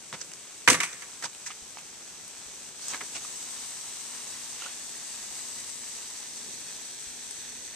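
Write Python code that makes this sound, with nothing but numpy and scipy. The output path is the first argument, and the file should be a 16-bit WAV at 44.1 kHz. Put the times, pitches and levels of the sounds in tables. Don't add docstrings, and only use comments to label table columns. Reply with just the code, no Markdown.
import sys
import numpy as np
from scipy import signal
from scipy.fft import rfft, irfft, next_fast_len
from scipy.io import wavfile
from scipy.ndimage import map_coordinates

SR = 44100
rng = np.random.default_rng(int(sys.argv[2]) if len(sys.argv) > 2 else 0)


def unload_audio(sound):
    columns = np.transpose(np.atleast_2d(sound))
    steps = np.round(np.clip(columns, -1, 1) * 32767)
    wavfile.write(sys.argv[1], SR, steps.astype(np.int16))


N = 341775

# f/Hz, likeness/0..1
SPRAY_ALIKE = [(300, 0.55), (1000, .85), (2300, 0.71), (4000, 0.36), (6500, 0.083), (14000, 0.17)]
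# f/Hz, likeness/0..1
NEAR_ALIKE = [(300, 1.0), (2000, 0.74), (8000, 0.074)]


def amp(db):
    return 10 ** (np.asarray(db) / 20)


def unit(x):
    return x / np.sqrt(np.mean(x ** 2) + 1e-20)


def along(points, hz):
    f, value = np.transpose(points)
    return np.interp(np.log(hz + 1), np.log(f + 1), value)


def wobble(rate):
    knots = rng.standard_normal(int(N * rate / SR) + 4)
    return map_coordinates(knots, [np.arange(N) * rate / SR])


def filtered(x, response):
    n = x.shape[-1]
    padded = next_fast_len(n + 4096)
    hz = np.fft.rfftfreq(padded, 1 / SR)
    return irfft(rfft(x, padded) * response(hz), padded)[..., :n]


def spread(pair, spectrum, alike):
    def mid_and_side(hz):
        turn = np.arccos(np.clip(along(alike, hz), -1, 1)) / 2
        return amp(along(spectrum, hz)) * [np.cos(turn), np.sin(turn)]

    mid, side = filtered(pair, mid_and_side)
    return unit(np.array([mid + side, mid - side]))


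def bands(x, low_hz=550, high_hz=3800):
    low = filtered(x, lambda hz: 1 / (1 + (hz / low_hz) ** 4))
    high = filtered(x, lambda hz: 1 - 1 / (1 + (hz / high_hz) ** 6))
    return low, x - low - high, high


def grains(size, rate):
    hit = rng.random((2, size)) < rate / SR
    strength = amp(2.8 * np.clip(rng.standard_normal((2, size)), -2, 2))
    return unit(hit * rng.standard_normal((2, size)) * strength)


def hollow(x, centre_hz, lift_db):
    def bell(hz):
        octaves = np.log2((hz + 1) / centre_hz)
        return amp(lift_db * np.exp(-.5 * (octaves / .28) ** 2))

    return unit(filtered(x, bell))


def add(track, s, sound):
    at = round(s * SR) + np.arange(sound.shape[1])
    inside = (at >= 0) & (at < N)
    track[:, at[inside]] += sound[:, inside]


def spray():
    hiss_db = hiss_level()
    direct = jet(hiss_db) + mist(hiss_db) + splash(hiss_db)
    return deck(direct + ground_and_wall(direct), share=0.3)


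def hiss_level(turn_s=1.2, turned_away_db=-2.5):
    # t/s, level/dB
    shower = [(1.1, -47), (1.884, -48), (2.676, -46), (2.74, -48.5)]
    # t/s, level/dB
    fan = [(2.87, -39.5), (2.99, -42.5), (3.55, -40), (4.85, -41.5), (5.21, -40.5), (5.38, -39.5),
           (5.63, -40.5), (5.94, -41.5), (7.75, -43.5)]
    t = np.arange(N) / SR
    s, db = np.transpose(np.vstack([shower, fan]))
    away = np.clip(1 - t / turn_s, 0, 1)
    return np.interp(t, s, db) + turned_away_db * away


def jet(hiss_db, jet_db=-6.5, flutter_db=0.5):
    # f/Hz, level/dB
    jet_spectrum = [(1500, -14), (3500, 1), (5000, 5), (8000, 1.5), (11000, -5), (14000, -5.5)]
    drops = spread(grains(N, rate=14000), jet_spectrum, SPRAY_ALIKE)
    return drifting(drops * amp(hiss_db + jet_db + flutter_db * wobble(25)))


def drifting(x, depth_db=0.82, width_hz=600, last_s=0.805):
    hz, s, z = signal.stft(x, SR, nperseg=512)
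    knots = rng.standard_normal((128, 64))
    places = np.meshgrid(hz / width_hz, s / last_s, indexing="ij")
    field = map_coordinates(knots, places, mode="mirror")
    return signal.istft(z * amp(depth_db * field), SR, nperseg=512)[1][:, :N]


def mist(hiss_db, mist_db=-10, power=2.5):
    # f/Hz, level/dB
    mist_spectrum = [(4000, -26), (8000, 1), (11000, -7), (14000, 7)]
    force = amp(hiss_db - hiss_db.max())
    drops = spread(grains(N, rate=2700), mist_spectrum, SPRAY_ALIKE)
    return drops * amp(hiss_db.max() + mist_db) * force ** power


def splash(hiss_db, splash_db=-49.5, follows=0.52, patter_db=-12):
    # f/Hz, level/dB
    splash_spectrum = [(150, -14.5), (400, -6), (800, 0), (1500, -0.5), (2400, 1), (4000, -0.5), (6000, -4),
                       (9000, -14.5), (14000, -10.5)]
    wet_db = splash_db + follows * (hiss_db - hiss_db.max())
    wash = spread(grains(N, rate=7000), splash_spectrum, SPRAY_ALIKE)
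    patter = spread(grains(N, rate=180), splash_spectrum, SPRAY_ALIKE)
    return wash * amp(wet_db + 0.67 * wobble(9.6)) + patter * amp(wet_db + patter_db)


def ground_and_wall(direct, ground_ms=1.13, sway_ms=0.063, wall_ms=0.488):
    way = np.arange(1, N + 1) / N
    ground, wall = 0.22 * way ** 0.84, 0.35 * way ** 4.4
    dull = filtered(direct, lambda hz: 1 / (1 + (hz / 6000) ** 4))

    def late(ms):
        at = np.arange(N) - ms * SR / 1000
        return np.array([map_coordinates(channel, [at], order=3) for channel in dull])

    return ground * late(ground_ms + sway_ms * wobble(1.48)) + wall * late(wall_ms)


def deck(x, share, count=8):
    delays = rng.uniform(.003, .03, (2, count, 1))
    at = (delays[..., 0] * SR).astype(int)
    signs = rng.choice([-1, 1], (2, count))
    echoes = np.zeros((2, SR // 30))
    np.put_along_axis(echoes, at, signs / np.sqrt(count), axis=1)
    return x + share * signal.fftconvolve(x, echoes, axes=1)[:, :N]


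def foliage(leaf_db=-22, bush_s=6.4, reach_s=0.25, bush_db=8.5):
    # f/Hz, level/dB
    leaf_spectrum = [(2000, -37), (3100, -2), (3700, -2), (4300, -4), (4700, -5), (5400, -30)]
    on_bush = .5 + .5 * np.tanh((np.arange(N) / SR - bush_s) / reach_s)
    sizzle = spread(grains(N, rate=3000), leaf_spectrum, SPRAY_ALIKE)
    return sizzle * amp(hiss_level() + leaf_db + bush_db * on_bush + 0.77 * wobble(11.0))


def gate(thud_t60=0.28, crack_t60=0.015, crack_db=-1.5, clank_db=4.5, chatter_db=2.0,
         lag_ms=0.098, yard_db=-26, yard_t60=0.89):
    # t/s, level/dB, t60/s, clank f/Hz, thud level/dB, treble level/dB
    contacts = [(0.6755, -12.5, 0.1, 1980, -6, -7), (0.684, -18, 0.056, 850, -2, 1),
                (.6995, -22.5, 0.14, 563, 4, 6), (.728, -29, 0.07, 2800, -4, 4),
                (.743, -25, 0.058, 1850, -12, -1), (.7485, -28, .06, 1120, -19, -3),
                (0.8023, -24, 0.12, 2100, -21, -4), (0.8321, -28, 0.11, 1970, -16, 1.5),
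                (.928, -47.5, 0.057, 2000, 2, 7), (1.02, -40, 0.093, 1920, -12, 0)]
    # f/Hz, level/dB
    rattle_spectrum = [(30, -38), (70, -26), (95, -2.5), (150, -1.5), (200, -4), (270, 2.5), (420, 0.5),
                       (680, -6.5), (880, -2), (1100, 2), (1350, 3), (1800, 4.5), (2500, 3.5), (3200, -1.5),
                       (5000, -4), (8000, -9), (14000, -14)]
    # f/Hz, level/dB, t60/s
    modes = [(168, -17, .33), (431, -17, .18), (505, -12, .16), (707, -14, .14), (969, -14, .14),
             (1135, -14, .18), (1306, -18, .13), (1462, -14, .11), (1867, -19, .22), (2077, -14, .14),
             (2278, -18, .22), (2947, -20, .13), (6056, -42, .8), (9889, -34, 1.35), (10205, -30, .42),
             (11230, -20, .12)]
    rattle_alike = [(200, 1.0), (1400, 0.91), (4000, 0.21), (9000, 0.36)]  # f/Hz, likeness
    out, t = np.zeros((2, N)), np.arange(SR) / SR
    hz, level, life = np.transpose(modes)[:, :, None]
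    yard = amp(yard_db - 60 * t / yard_t60)
    crack = amp(crack_db - 60 * t / crack_t60)
    for s, db, t60, clank_hz, thud_db, treble_db in contacts:
        rattle = spread(grains(SR, rate=7700), rattle_spectrum, rattle_alike)
        low, body, high = bands(hollow(rattle, clank_hz, clank_db))
        chatter = unit(amp(chatter_db * wobble(348)[:SR]))
        burst = (body + amp(treble_db) * chatter * high) * (amp(-60 * t / t60) + yard + crack)
        thud = low * amp(thud_db - 60 * t / thud_t60) * (1 - np.exp(-t / 0.0025))
        uneven_db = rng.standard_normal((2, len(modes), 1))
        strength = amp(level + thud_db * (hz < 800) + uneven_db - 60 * t / life)
        ring = np.sum(strength * np.sin(2 * np.pi * (hz * t + rng.random(hz.shape))), axis=1)
        add(out, s, amp(db) * (burst + thud + ring) * (1 - np.exp(-t / 0.0011)))
    left = filtered(out[0], lambda f: amp(0.5) * np.exp(-2j * np.pi * f * lag_ms / 1000))
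    return np.array([left, out[1] * amp(2.35)])


def handling():
    small = clicks() + taps() + scuffs()
    return filtered(small, lambda f: 1 - 1 / (1 + (f / 110) ** 4)) * amp([[-1], [1]])


def clicks(snap_db=18, tail_db=-17, tail_t60=0.33):
    # t/s, level/dB, hollow f/Hz, t60/s, thud level/dB, treble level/dB
    knocks = [(.128, -39, 1490, .015, -5, -10), (.318, -49, 2600, 0.0074, 2.5, -3),
              (0.3366, -47.5, 5000, .006, -6, 0), (1.225, -38, 1900, 0.078, -4, -5),
              (1.243, -41, 1500, 0.027, -3, -10), (1.3495, -49.5, 2980, 0.0058, -5, -2),
              (1.464, -39, 1900, 0.13, -12, -4), (1.772, -45, 780, .003, 1, -13),
              (1.784, -45.5, 2700, 0.086, -2, -5), (2.28, -49.5, 9400, .002, -12, 9),
              (2.884, -42, 7950, 0.0044, 2, 5), (2.936, -37, 1850, 0.044, -1, -16),
              (2.9456, -37.5, 1900, 0.046, 3, -10), (3.0084, -38.5, 2000, 0.049, 0, -10),
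              (3.014, -40.5, 1700, .035, 2, -12), (7.311, -45.5, 9000, .008, -6, 3)]
    # f/Hz, level/dB
    click_spectrum = [(50, -30), (200, 1), (500, -6.5), (1000, 4.5), (2900, -1), (5000, -1), (14000, -4)]
    out, t = np.zeros((2, N)), np.arange(SR // 4) / SR
    ten_ms = SR // 100
    for s, db, hz, t60, thud_db, treble_db in knocks:
        decay = amp(-60 * t / t60) + amp(tail_db - 60 * t / tail_t60)
        blow = rng.standard_normal((2, len(t))) * decay
        blow[0, 0] = amp(snap_db)
        blow = np.pad(blow, ((0, 0), (ten_ms, 0)))
        low, body, high = bands(hollow(spread(blow, click_spectrum, NEAR_ALIKE), hz, lift_db=8.5))
        sound = unit(amp(thud_db) * low + body + amp(treble_db) * high)
        add(out, s - ten_ms / SR, sound * amp(db) * np.sqrt(ten_ms / len(t)))
    return out


def taps():
    # t/s, level/dB, pitch f/Hz
    strokes = [(1.505, -35, 1250), (3.249, -37.5, 1220), (4.621, -33, 1380), (4.6615, -32.5, 1400),
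               (4.6685, -35.5, 1480)]
    # multiple of the pitch, level/dB, t60/s
    tap_modes = [(1, -1, .03), (2.1, -7, .022), (2.6, -11, .022), (4.7, -10, 0.014)]
    out, t = np.zeros((2, N)), np.arange(SR // 8) / SR
    for s, db, hz in strokes:
        for multiple, level, t60 in tap_modes:
            uneven_db = rng.standard_normal((2, 1))
            strength = amp(db + level + uneven_db - 60 * t / t60)
            add(out, s, strength * np.sin(2 * np.pi * hz * multiple * t))
    return out


def scuffs():
    # t/s at the loudest, level/dB, half length/s, hollow f/Hz, thud level/dB, treble level/dB
    rubs = [(.144, -37, 0.0095, 170, 3.5, -8.5), (0.217, -40.5, 0.0063, 6100, -3, 2.5),
            (1.25, -34.5, 0.013, 1100, -0.5, 0.5), (1.472, -45, 0.011, 6000, -12, 4.5),
            (1.511, -41.5, 0.011, 2500, -15, -8), (2.833, -57.5, 0.02, 4400, -15, 12),
            (2.903, -43, 0.017, 6700, -5, 2), (2.943, -41.5, 0.031, 1000, -6, -6),
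            (3.028, -52.5, 0.012, 400, 15, -14), (3.164, -39.5, 0.015, 2620, 0, 0.5),
            (4.155, -51.5, 0.071, 1120, -6, -19), (4.642, -42.5, 0.049, 3080, -17, -8)]
    # f/Hz, level/dB
    scuff_spectrum = [(50, -9), (150, 4), (400, -0.5), (700, 2), (1200, 1), (2000, 1.5), (3200, 1),
                      (5000, 2.5), (8000, -7), (14000, -24)]
    out, t = np.zeros((2, N)), np.arange(SR // 2) / SR
    middle = t.mean()
    for s, db, half, hz, thud_db, treble_db in rubs:
        grit = spread(grains(len(t), rate=11000), scuff_spectrum, NEAR_ALIKE)
        low, body, high = bands(hollow(grit, hz, lift_db=7))
        swell = 1 / (1 + np.abs((t - middle) / half) ** 3)
        sound = amp(thud_db) * low + body + amp(treble_db) * high
        add(out, s - middle, sound * swell * amp(db))
    return out


def bumps(case_hz=58, t60=0.14):
    # t/s, level/dB
    knuckles = [(1.62, -53), (2.46, -56), (5.21, -60), (5.3, -62), (7.069, -51)]
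    out, t = np.zeros((2, N)), np.arange(SR // 4) / SR
    for s, db in knuckles:
        thump = np.sin(2 * np.pi * case_hz * t) * amp(db - 60 * t / t60)
        add(out, s, np.tile(thump, (2, 1)))
    return out


def outdoors(air_db=-59, hum_db=-70, hum_hz=242):
    # f/Hz, level/dB
    air_spectrum = [(20, -16), (55, -2), (85, -2.5), (130, 0.5), (250, 1), (420, 1.5), (700, -8),
                    (1500, -14), (5000, -20)]
    air_alike = [(30, 0.17), (150, 0.7), (2000, 0.89)]  # f/Hz, likeness
    air = spread(rng.standard_normal((2, N)), air_spectrum, air_alike) * amp(air_db + wobble(4.62))
    pitch = hum_hz + 2.55 * wobble(9)
    waver = amp(1.5 * wobble(9))
    fade = np.interp(np.arange(N) / SR, [1.8, 3.2], [.3, 1])
    hum = np.sin(2 * np.pi * np.cumsum(pitch) / SR) * waver * fade
    return air + amp(hum_db) * unit(hum)


def scene():
    return spray() + foliage() + gate() + handling() + bumps() + outdoors()


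def record(dry, top_hz=14300):
    # f/Hz, level/dB
    left_port = [(100, 2), (3000, 1.5), (5000, 1.5), (6300, 3.5), (7100, 8.5), (7700, 16), (8250, 18),
                 (9000, 12), (10000, 6), (11500, 2.5), (14000, -3.5)]
    # f/Hz, level/dB
    right_port = [(100, -0.5), (3000, 2), (5000, 3.5), (5700, 8), (6250, 13.5), (7000, 8), (8000, 5),
                  (9000, -5.5), (10000, 0), (11300, -9), (14000, -14)]
    # f/Hz, phase/rad
    port_phase = [(100, -1), (5200, 0.84), (6000, -2), (6800, 0.6), (7500, 3), (8350, -2.8), (9300, 1),
                  (14000, 1)]

    def ports(hz):
        colour = amp([along(left_port, hz), along(right_port, hz)])
        return colour * np.exp(.5j * along(port_phase, hz) * [[1], [-1]])

    clipped = np.clip(filtered(dry, ports), -1, 1)
    return filtered(clipped, lambda hz: hz < top_hz)


dry = scene()
out = record(dry)
unload_audio(out)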